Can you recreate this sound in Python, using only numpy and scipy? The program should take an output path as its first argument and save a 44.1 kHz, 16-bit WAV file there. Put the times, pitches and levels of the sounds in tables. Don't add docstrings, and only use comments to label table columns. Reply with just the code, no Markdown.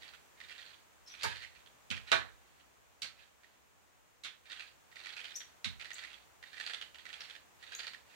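import sys
import numpy as np
from scipy import signal
from scipy.fft import rfft, irfft, next_fast_len
from scipy.io import wavfile
from scipy.ndimage import uniform_filter1d

SR = 44100
rng = np.random.default_rng(int(sys.argv[2]) if len(sys.argv) > 2 else 0)


def dump_mix(stems):
    frames = np.atleast_2d(stems).T
    limited = np.clip(frames, -1, 1)
    pcm = np.round(limited * 32767).astype(np.int16)
    wavfile.write(sys.argv[1], SR, pcm)


N = 359415
TIME = np.arange(N) / SR
BINS = np.fft.rfftfreq(2 * N, 1 / SR)


def amp(db):
    return 10 ** (np.asarray(db) / 20)


def unit(x):
    return x / np.sqrt(np.sum(x ** 2) + 1e-20)


def read(points, hz):
    f, value = np.transpose(points)
    return np.interp(np.log(hz + 1), np.log(f + 1), value)


def add(mix, start_s, sound):
    part = mix[max(round(start_s * SR), 0):][:len(sound)]
    part += sound[:len(part)]


def click(spectrum, pitch_hz, tilt_db=0, bump_db=8, bump_octaves=0.15, size=2048):
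    hz = abs(np.fft.fftfreq(size, 1 / SR))
    octaves = np.log2(np.maximum(hz, 500) / pitch_hz)
    resonance_db = bump_db * np.exp(-(octaves / bump_octaves) ** 2)
    db = read(spectrum, hz) + tilt_db * octaves + resonance_db
    minimum_phase = np.exp(np.conj(signal.hilbert(np.log(amp(db)))))
    return unit(np.fft.ifft(minimum_phase).real)


def pair(likeness, size):
    a, b = rfft(rng.standard_normal((2, size)))
    c = np.clip(read(likeness, np.fft.rfftfreq(size, 1 / SR)), -1, 1)
    return np.array([a, c * a + np.sqrt(1 - c ** 2) * b])


def burst(decay_s, rise_s, size=4096):
    t = np.arange(size) / SR
    swell = (1 - np.exp(-t / rise_s)) * np.exp(-t / max(abs(decay_s), 1e-4))
    run = rng.standard_normal(size) * swell
    for _ in range(3):
        flat = irfft(np.exp(1j * np.angle(rfft(run))))
        run = flat * swell ** .3
    return unit(run)


def contacts(rows, spectrum, level_db, rise_s):
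    out = np.zeros(N)
    for start_s, db, pitch_hz, tilt_db, decay_s, *_ in rows:
        sound = signal.fftconvolve(burst(decay_s, rise_s), click(spectrum, pitch_hz, tilt_db))
        add(out, start_s, amp(db + level_db) * sound)
    return out


def ring(hz, t60_s, db, rise_s):
    t = np.arange(SR * 3 // 4) / SR
    turns = hz[:, None] * t + rng.random((len(hz), 1))
    decay = amp(db[:, None] - 60 * t / t60_s[:, None])
    swell = 1 - np.exp(-t / np.reshape(rise_s, (-1, 1)))
    return (decay * np.sin(2 * np.pi * turns) * swell).sum(0)


# (frequency [Hz], likeness [-1 opposed to 1 alike, clipped])
TAIL_LIKENESS = [(50, -1.3), (250, -0.87), (650, -0.69), (1300, 0.22), (15000, -0.39)]


def room(x, wet_db, t60_low=0.29, t60_high=0.31, build=0.00033, echo_s=0.01076, echo_gain=1.,
         lag_ms=0.089, count=3):
    size = SR // 2
    t = np.arange(size) / SR
    ceiling = echo_gain * np.exp(-((t - echo_s) / 0.0018) ** 2)
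    shape = 1 - np.exp(-t / build) + ceiling
    out = np.array([x, -np.interp(TIME - lag_ms / 1000, TIME, x)])
    for k in range(count):
        noise = irfft(pair(TAIL_LIKENESS, size), size)
        hz, at, z = signal.stft(noise, SR, nperseg=256)
        t60 = read([(1000, t60_low), (8000, t60_high)], hz)[:, None]
        z = z * amp(-60 * at / t60)
        tail = signal.istft(z, SR, nperseg=256)[1][:, :size] * shape
        tail = tail / np.linalg.norm(tail[0])
        share = np.cos(np.pi * (2 * TIME + k / count)) * np.sqrt(2 / count)
        out += amp(wet_db) * signal.oaconvolve((x * share)[None], tail, axes=1)[:, :N]
    return out / np.sqrt(1 + amp(wet_db) ** 2)


# (frequency [Hz], left minus right [dB])
CHANNEL_LEAN = [(60, -3.5), (300, -5.5), (700, -9), (1300, -7), (2400, -9), (4400, -11.5), (5400, 5.5),
                (8100, 2), (10000, 9.5), (12000, -10), (15000, -3)]


def lean(near):
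    size = next_fast_len(N + SR, real=True)
    lean_db = read(CHANNEL_LEAN, np.fft.rfftfreq(size, 1 / SR))
    gains = amp(np.array([lean_db, -lean_db]) / 2)
    return irfft(rfft(near, size) * gains, size)[:, :N]


# (frequency [Hz], relative density [dB per Hz])
AIR_SPECTRUM = [(20, -11), (45, 0), (62, 15), (100, 3.5), (200, 0), (900, 3), (2500, -2.5), (5000, -10.5),
                (6800, -6), (11000, -16.5), (15000, -12.5)]
# (time [s], level [dB])
BACKGROUND_LEVEL = [(0, -62), (1, -64), (2, -63), (2.8, -65.5), (3.6, -66.5), (4.2, -67), (5, -63.5),
                    (8.15, -63)]
# (frequency [Hz], likeness [-1 opposed to 1 alike])
BACKGROUND_LIKENESS = [(60, -0.84), (130, -0.46), (640, -0.097), (1400, -0.016)]


def background():
    spectra = pair(BACKGROUND_LIKENESS, 2 * N) * amp(read(AIR_SPECTRUM, BINS))
    noise = irfft(spectra)[:, :N]
    level_db = np.interp(TIME, *np.transpose(BACKGROUND_LEVEL))
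    return unit(noise) * np.sqrt(2 * N) * amp(level_db)


# (frequency [Hz], t60 [s], relative level through the rug [dB], through the table [dB])
FLOOR_MODES = [(53.3, 0.85, -7.5, -10), (69.6, 0.51, -10.5, -6.5), (83.4, 0.22, 5.5, -2.5),
               (96.3, 0.49, -9, -0.5), (115.2, 0.4, -3.5, -8), (136, 0.28, -14, -8.5),
               (170, 0.28, -7.5, -10.5), (183, 0.33, -8.5, -9), (209, 0.31, -8.5, -14),
               (220, 0.14, 2.5, -15.5), (249, .17, -7, -22.5)]


def thumps(rug_db=-2, table_db=2, rise_cycles=2.0):
    out = np.zeros(N)
    hz, t60_s, via_rug, via_table = np.transpose(FLOOR_MODES)
    for rows, modes_db in ((RUG_SLAPS, via_rug + rug_db), (TABLE_KNOCKS, via_table + table_db)):
        for start_s, _, _, _, _, thump_db, *_ in rows:
            add(out, start_s, amp(thump_db) * ring(hz, t60_s, modes_db, rise_cycles / hz))
    return out


# (frequency [Hz], t60 [s], relative level struck at the head [dB], struck on the shaft [dB])
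HANDLE_MODES = [(345, .2, -7, -13), (427, .2, -4, -14), (658, .2, -12, -2), (735, .2, -16, -9),
                (887, .18, 2, -7), (914, .18, -1, -16), (1126, .22, -9, -8), (1195, .2, -6, -12),
                (1268, .22, -5, -9), (1373, .2, -9, -14), (1479, .21, -6, 2), (1590, .21, -5, -9),
                (1645, .27, -8, -1), (1675, .27, -5, 0), (1720, .28, -8, -4), (1836, .3, -12, -10),
                (1970, .22, -9, -11), (2035, .24, -14, -10), (2295, .2, -5, -7), (2330, .2, -12, -5),
                (2392, .17, -12, -2), (2495, .18, -9, -5), (2670, .2, -14, -12), (3141, .2, -10, -11),
                (3636, .22, -6, -11), (3912, .26, -10, -12), (4095, .24, -11, -11)]


def handle(level_db=-8, rise_s=.014):
    out = np.zeros(N)
    hz, t60_s, at_head, at_shaft = np.transpose(HANDLE_MODES)
    for start_s, db, *_, place in TABLE_KNOCKS:
        modes_db = at_shaft if place > .5 else at_head
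        add(out, start_s, amp(db + level_db) * ring(hz, t60_s, modes_db, rise_s))
    return out


# (time [s], relative level [dB], length [s], start [Hz], end [Hz], roughness [0-1])
AXLE_CHIRPS = [(1.062, -56, 0.006, 5300, 5500, 0.1), (1.068, -51.5, 0.026, 5250, 5500, 1),
               (1.092, -54, 0.019, 5800, 5890, 0.11), (1.112, -53, 0.018, 5860, 5820, 0.1),
               (5.341, -51.5, 0.013, 5110, 5600, 0.13), (5.354, -37.5, 0.0073, 5720, 5700, 0.1),
               (5.3591, -36.5, 0.0065, 5920, 6560, 0.78), (5.360, -42, 0.022, 5950, 5760, 0),
               (5.932, -41, 0.0031, 6150, 6570, 0.4), (5.941, -44, 0.0065, 7100, 7550, 0.7),
               (7.204, -46.5, 0.0084, 5730, 5060, 0.43), (7.749, -34.5, 0.0044, 6590, 6570, 0.37)]


def axle(level_db=2, octave_db=-17, waver=0.14):
    out = np.zeros(N)
    for start_s, db, length_s, start_hz, end_hz, rough in AXLE_CHIRPS:
        jitter = uniform_filter1d(rng.standard_normal(4096), size=9) * 3
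        hz = np.linspace(start_hz, end_hz, int(np.clip(length_s * SR, 32, 4096)))
        uneven_hz = hz * (1 + waver * rough * jitter[:len(hz)])
        turn = 2 * np.pi * np.cumsum(uneven_hz) / SR
        swell = np.sin(np.linspace(0, np.pi, len(hz)))
        tone = np.sin(turn) + amp(octave_db) * np.sin(2 * turn)
        add(out, start_s, amp(db + level_db) * swell * tone)
    return out


# (time [s], relative level [dB], pitch [Hz], brightness [dB per octave],
# contact decay setting [s], relative floor thump [dB], place [0 head - 1 shaft])
TABLE_KNOCKS = [(1.232, -29.5, 4670, 6, 0.0078, -39.5, 0), (1.237, -30, 920, -3, 0.0044, -62, 0.11),
                (2.1169, -18.5, 3970, -1, 0.0022, -40.5, 1), (2.128, -25.5, 1680, -4.5, 0.0066, -81, 1)]
# (frequency [Hz], relative density [dB per Hz])
KNOCK_SPECTRUM = [(60, -27), (170, -10.5), (320, -9), (450, -5), (700, -5), (1000, -3.5), (1600, 4),
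                  (2500, -2), (3100, -0.5), (3900, -5), (5000, -7.5), (7500, -12), (9500, -20),
                  (11000, -25.5), (15000, -34.5)]


def knocks():
    return contacts(TABLE_KNOCKS, KNOCK_SPECTRUM, level_db=23, rise_s=0.00039)


# (time [s], relative level [dB], pitch [Hz], brightness [dB per octave],
# contact decay setting [s], relative floor thump [dB])
RUG_SLAPS = [(1.9022, -33, 3120, 2.5, 0.0028, -37), (1.911, -30.5, 2490, -3.5, 0.0027, -63),
             (3.018, -32, 4470, 4, 0.0038, -54), (3.029, -38, 4380, -0.5, 0.0057, -80),
             (3.043, -41.5, 5890, -3.5, 0.0052, -67), (4.235, -40.5, 4010, 4.5, 0.0043, -65),
             (4.245, -34, 3500, -1, 0.013, -73), (5.644, -28.5, 3896, 0.5, 0.0021, -65),
             (5.655, -53, 4030, -2, 0.0031, -39)]
# (frequency [Hz], relative density [dB per Hz])
SLAP_SPECTRUM = [(100, -9), (500, -13), (900, -13), (1400, -1), (2200, 2.5), (3200, 1), (4200, -1.5),
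                 (5200, -5.5), (7500, -10.5), (9500, -18.5), (11000, -28.5), (15000, -31.5)]


def slaps():
    return contacts(RUG_SLAPS, SLAP_SPECTRUM, level_db=21.5, rise_s=0.0022)


# (start [s], length [s], share of the length spent speeding up [0-1],
# relative level at full speed [dB])
STROKES = [(-0.15, .36, 0.22, -50.5), (0.301, 0.59, .43, -56.5), (1.024, 0.49, 0.61, -48),
           (1.5, 0.2, 0.11, -64.5), (2.036, 0.093, 0.57, -51), (2.25, 0.6, 0, -70),
           (3.157, 0.16, 0.09, -61.5), (3.334, 0.28, 0.47, -70), (4.417, 0.33, 0.3, -53),
           (4.889, 0.7, 0.23, -53.5), (5.742, 0.54, 0.44, -52.5), (6.391, 0.47, 0.65, -48.5),
           (6.901, 0.49, 0.84, -53), (7.575, 0.39, 0.4, -51.5), (8.031, 0.18, 0.55, -59.5)]
DRAG_POWER = 1.4


def rolling():
    out = np.zeros(N)
    for start_s, length_s, speeding, db in STROKES:
        peak_s = length_s * np.clip(speeding, .05, .95)
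        phase = np.interp(TIME - start_s, [0, peak_s, length_s], [0, .5, 1])
        speed = np.maximum(np.sin(np.pi * phase), 0)
        out += amp(db) * speed ** DRAG_POWER
    return out


# (time [s], relative level [dB], pitch of the snap [Hz])
LARGE_TUFTS = [(0.0217, -44, 2130), (0.1347, -44, 1440), (0.402, -41, 2000), (0.4356, -45.5, 3700),
               (0.4943, -44, 2030), (0.5122, -40.5, 2750), (0.5795, -43, 3640), (0.615, -44.5, 3260),
               (0.7322, -49, 3400), (1.1378, -42, 2350), (1.2092, -39, 4570), (1.221, -34, 4700),
               (1.3153, -36.5, 1640), (1.4361, -41, 2050), (1.5492, -51, 2750), (1.6596, -49.5, 3320),
               (1.9653, -36.5, 3130), (2.5972, -55, 2980), (3.433, -53, 1912), (4.454, -50, 2500),
               (4.517, -34.5, 3570), (4.5955, -36, 2576), (4.6102, -42, 2500), (4.9141, -50.5, 1980),
               (4.9565, -41, 2100), (5.0362, -41, 4170), (5.0582, -35, 2116), (5.0903, -39.5, 3340),
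               (5.1241, -40, 4280), (5.1652, -35.5, 2468), (5.191, -38.5, 2370), (5.2005, -41, 3140),
               (5.2419, -35.5, 3130), (5.3064, -40.5, 3464), (5.4038, -39, 3400), (5.7962, -38, 2190),
               (5.8117, -36.5, 2580), (5.8456, -38, 1875), (5.9041, -36, 1930), (5.9813, -37, 3496),
               (6.0367, -36.5, 2030), (6.1299, -42, 3320), (6.426, -42, 1906), (6.5298, -41, 1720),
               (6.568, -40, 1940), (6.5983, -31, 1766), (6.663, -31, 4500), (6.6963, -35, 1690),
               (6.7337, -31, 3506), (6.8121, -33.5, 3140), (6.9445, -42.5, 3000), (6.9838, -43, 3290),
               (7.0531, -39, 2050), (7.0899, -40.5, 1920), (7.1285, -36, 3287), (7.2053, -36.5, 4610),
               (7.2974, -39.5, 3360), (7.3513, -42, 1737), (7.6258, -42.5, 1905), (7.7189, -37.5, 1627),
               (7.7923, -32.5, 4664), (7.8316, -36.5, 1826), (7.8678, -32, 4400), (7.9338, -39, 1766)]
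# (frequency [Hz], relative density [dB per Hz])
TAPE_SPECTRUM = [(40, -26), (80, -13), (200, -18), (420, -7), (1000, -9.5), (1300, 1.5), (1700, 3),
                 (2600, 2.5), (4600, -1), (5300, -7.5), (7500, -11.5), (9500, -16.5), (11000, -34),
                 (14500, -26.5)]
TEAR_S, TEAR_RISE_S, TEAR_TILT_DB = .003, .0015, -0.5
SMALL_TUFTS_PER_S, SMALL_TUFT_DB, SMALL_TUFT_SPREAD_DB = 20, 9.5, 0.5


def snaps(level_db=18.5):
    strength_db = 20 * np.log10(rolling() + 1e-9)
    chance, size, pitch_hz = rng.random(N), rng.standard_normal(N), rng.uniform(1620, 4830, N)
    torn = (chance < SMALL_TUFTS_PER_S / SR) & (strength_db > -70)
    small_db = strength_db + SMALL_TUFT_DB + SMALL_TUFT_SPREAD_DB * size
    small = np.transpose([TIME, small_db, pitch_hz])[torn]
    tufts = [(*row, TEAR_TILT_DB, TEAR_S * rng.uniform(.5, 1.5)) for row in [*LARGE_TUFTS, *small]]
    return contacts(tufts, TAPE_SPECTRUM, level_db, TEAR_RISE_S)


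def peeling(level_db=-5.0, fibres_per_s=600, spread_db=3, clump_db=7, clump_s=0.0083, count=7):
    strength = rolling()
    knots = np.arange(0, 10, max(clump_s, .002))
    out = np.zeros(N)
    for pitch_hz in np.geomspace(1600, 4500, count):
        sizes = amp(spread_db * np.minimum(rng.exponential(1, N), 4)) * rng.choice([-1, 1], N)
        heights = np.clip(rng.standard_normal(N)[:len(knots)], -2, 2)
        clumps = amp(clump_db * np.interp(TIME, knots, heights))
        released = rng.random(N) < fibres_per_s / SR
        clicks = unit(sizes * clumps * released) * np.sqrt(N / count)
        out += signal.oaconvolve(clicks * strength, click(TAPE_SPECTRUM, pitch_hz))[:N]
    return amp(level_db) * out


def scene():
    near = room(handle() + thumps(), wet_db=-22.5)
    near += room(axle(), wet_db=0, t60_low=.33, t60_high=.3, echo_gain=.7)
    near += room(knocks() + slaps(), wet_db=4.5, t60_low=0.32, t60_high=0.23, echo_gain=0.46)
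    near += room(snaps() + peeling(), wet_db=4.5, echo_gain=2.0)
    return lean(near) + background()


EDGE_HZ = 15850


def record(dry):
    low_pass = signal.firwin(511, EDGE_HZ, window=("kaiser", 9), fs=SR)
    return signal.oaconvolve(dry, low_pass[None], "same")


dry = scene()
out = record(dry)
dump_mix(out)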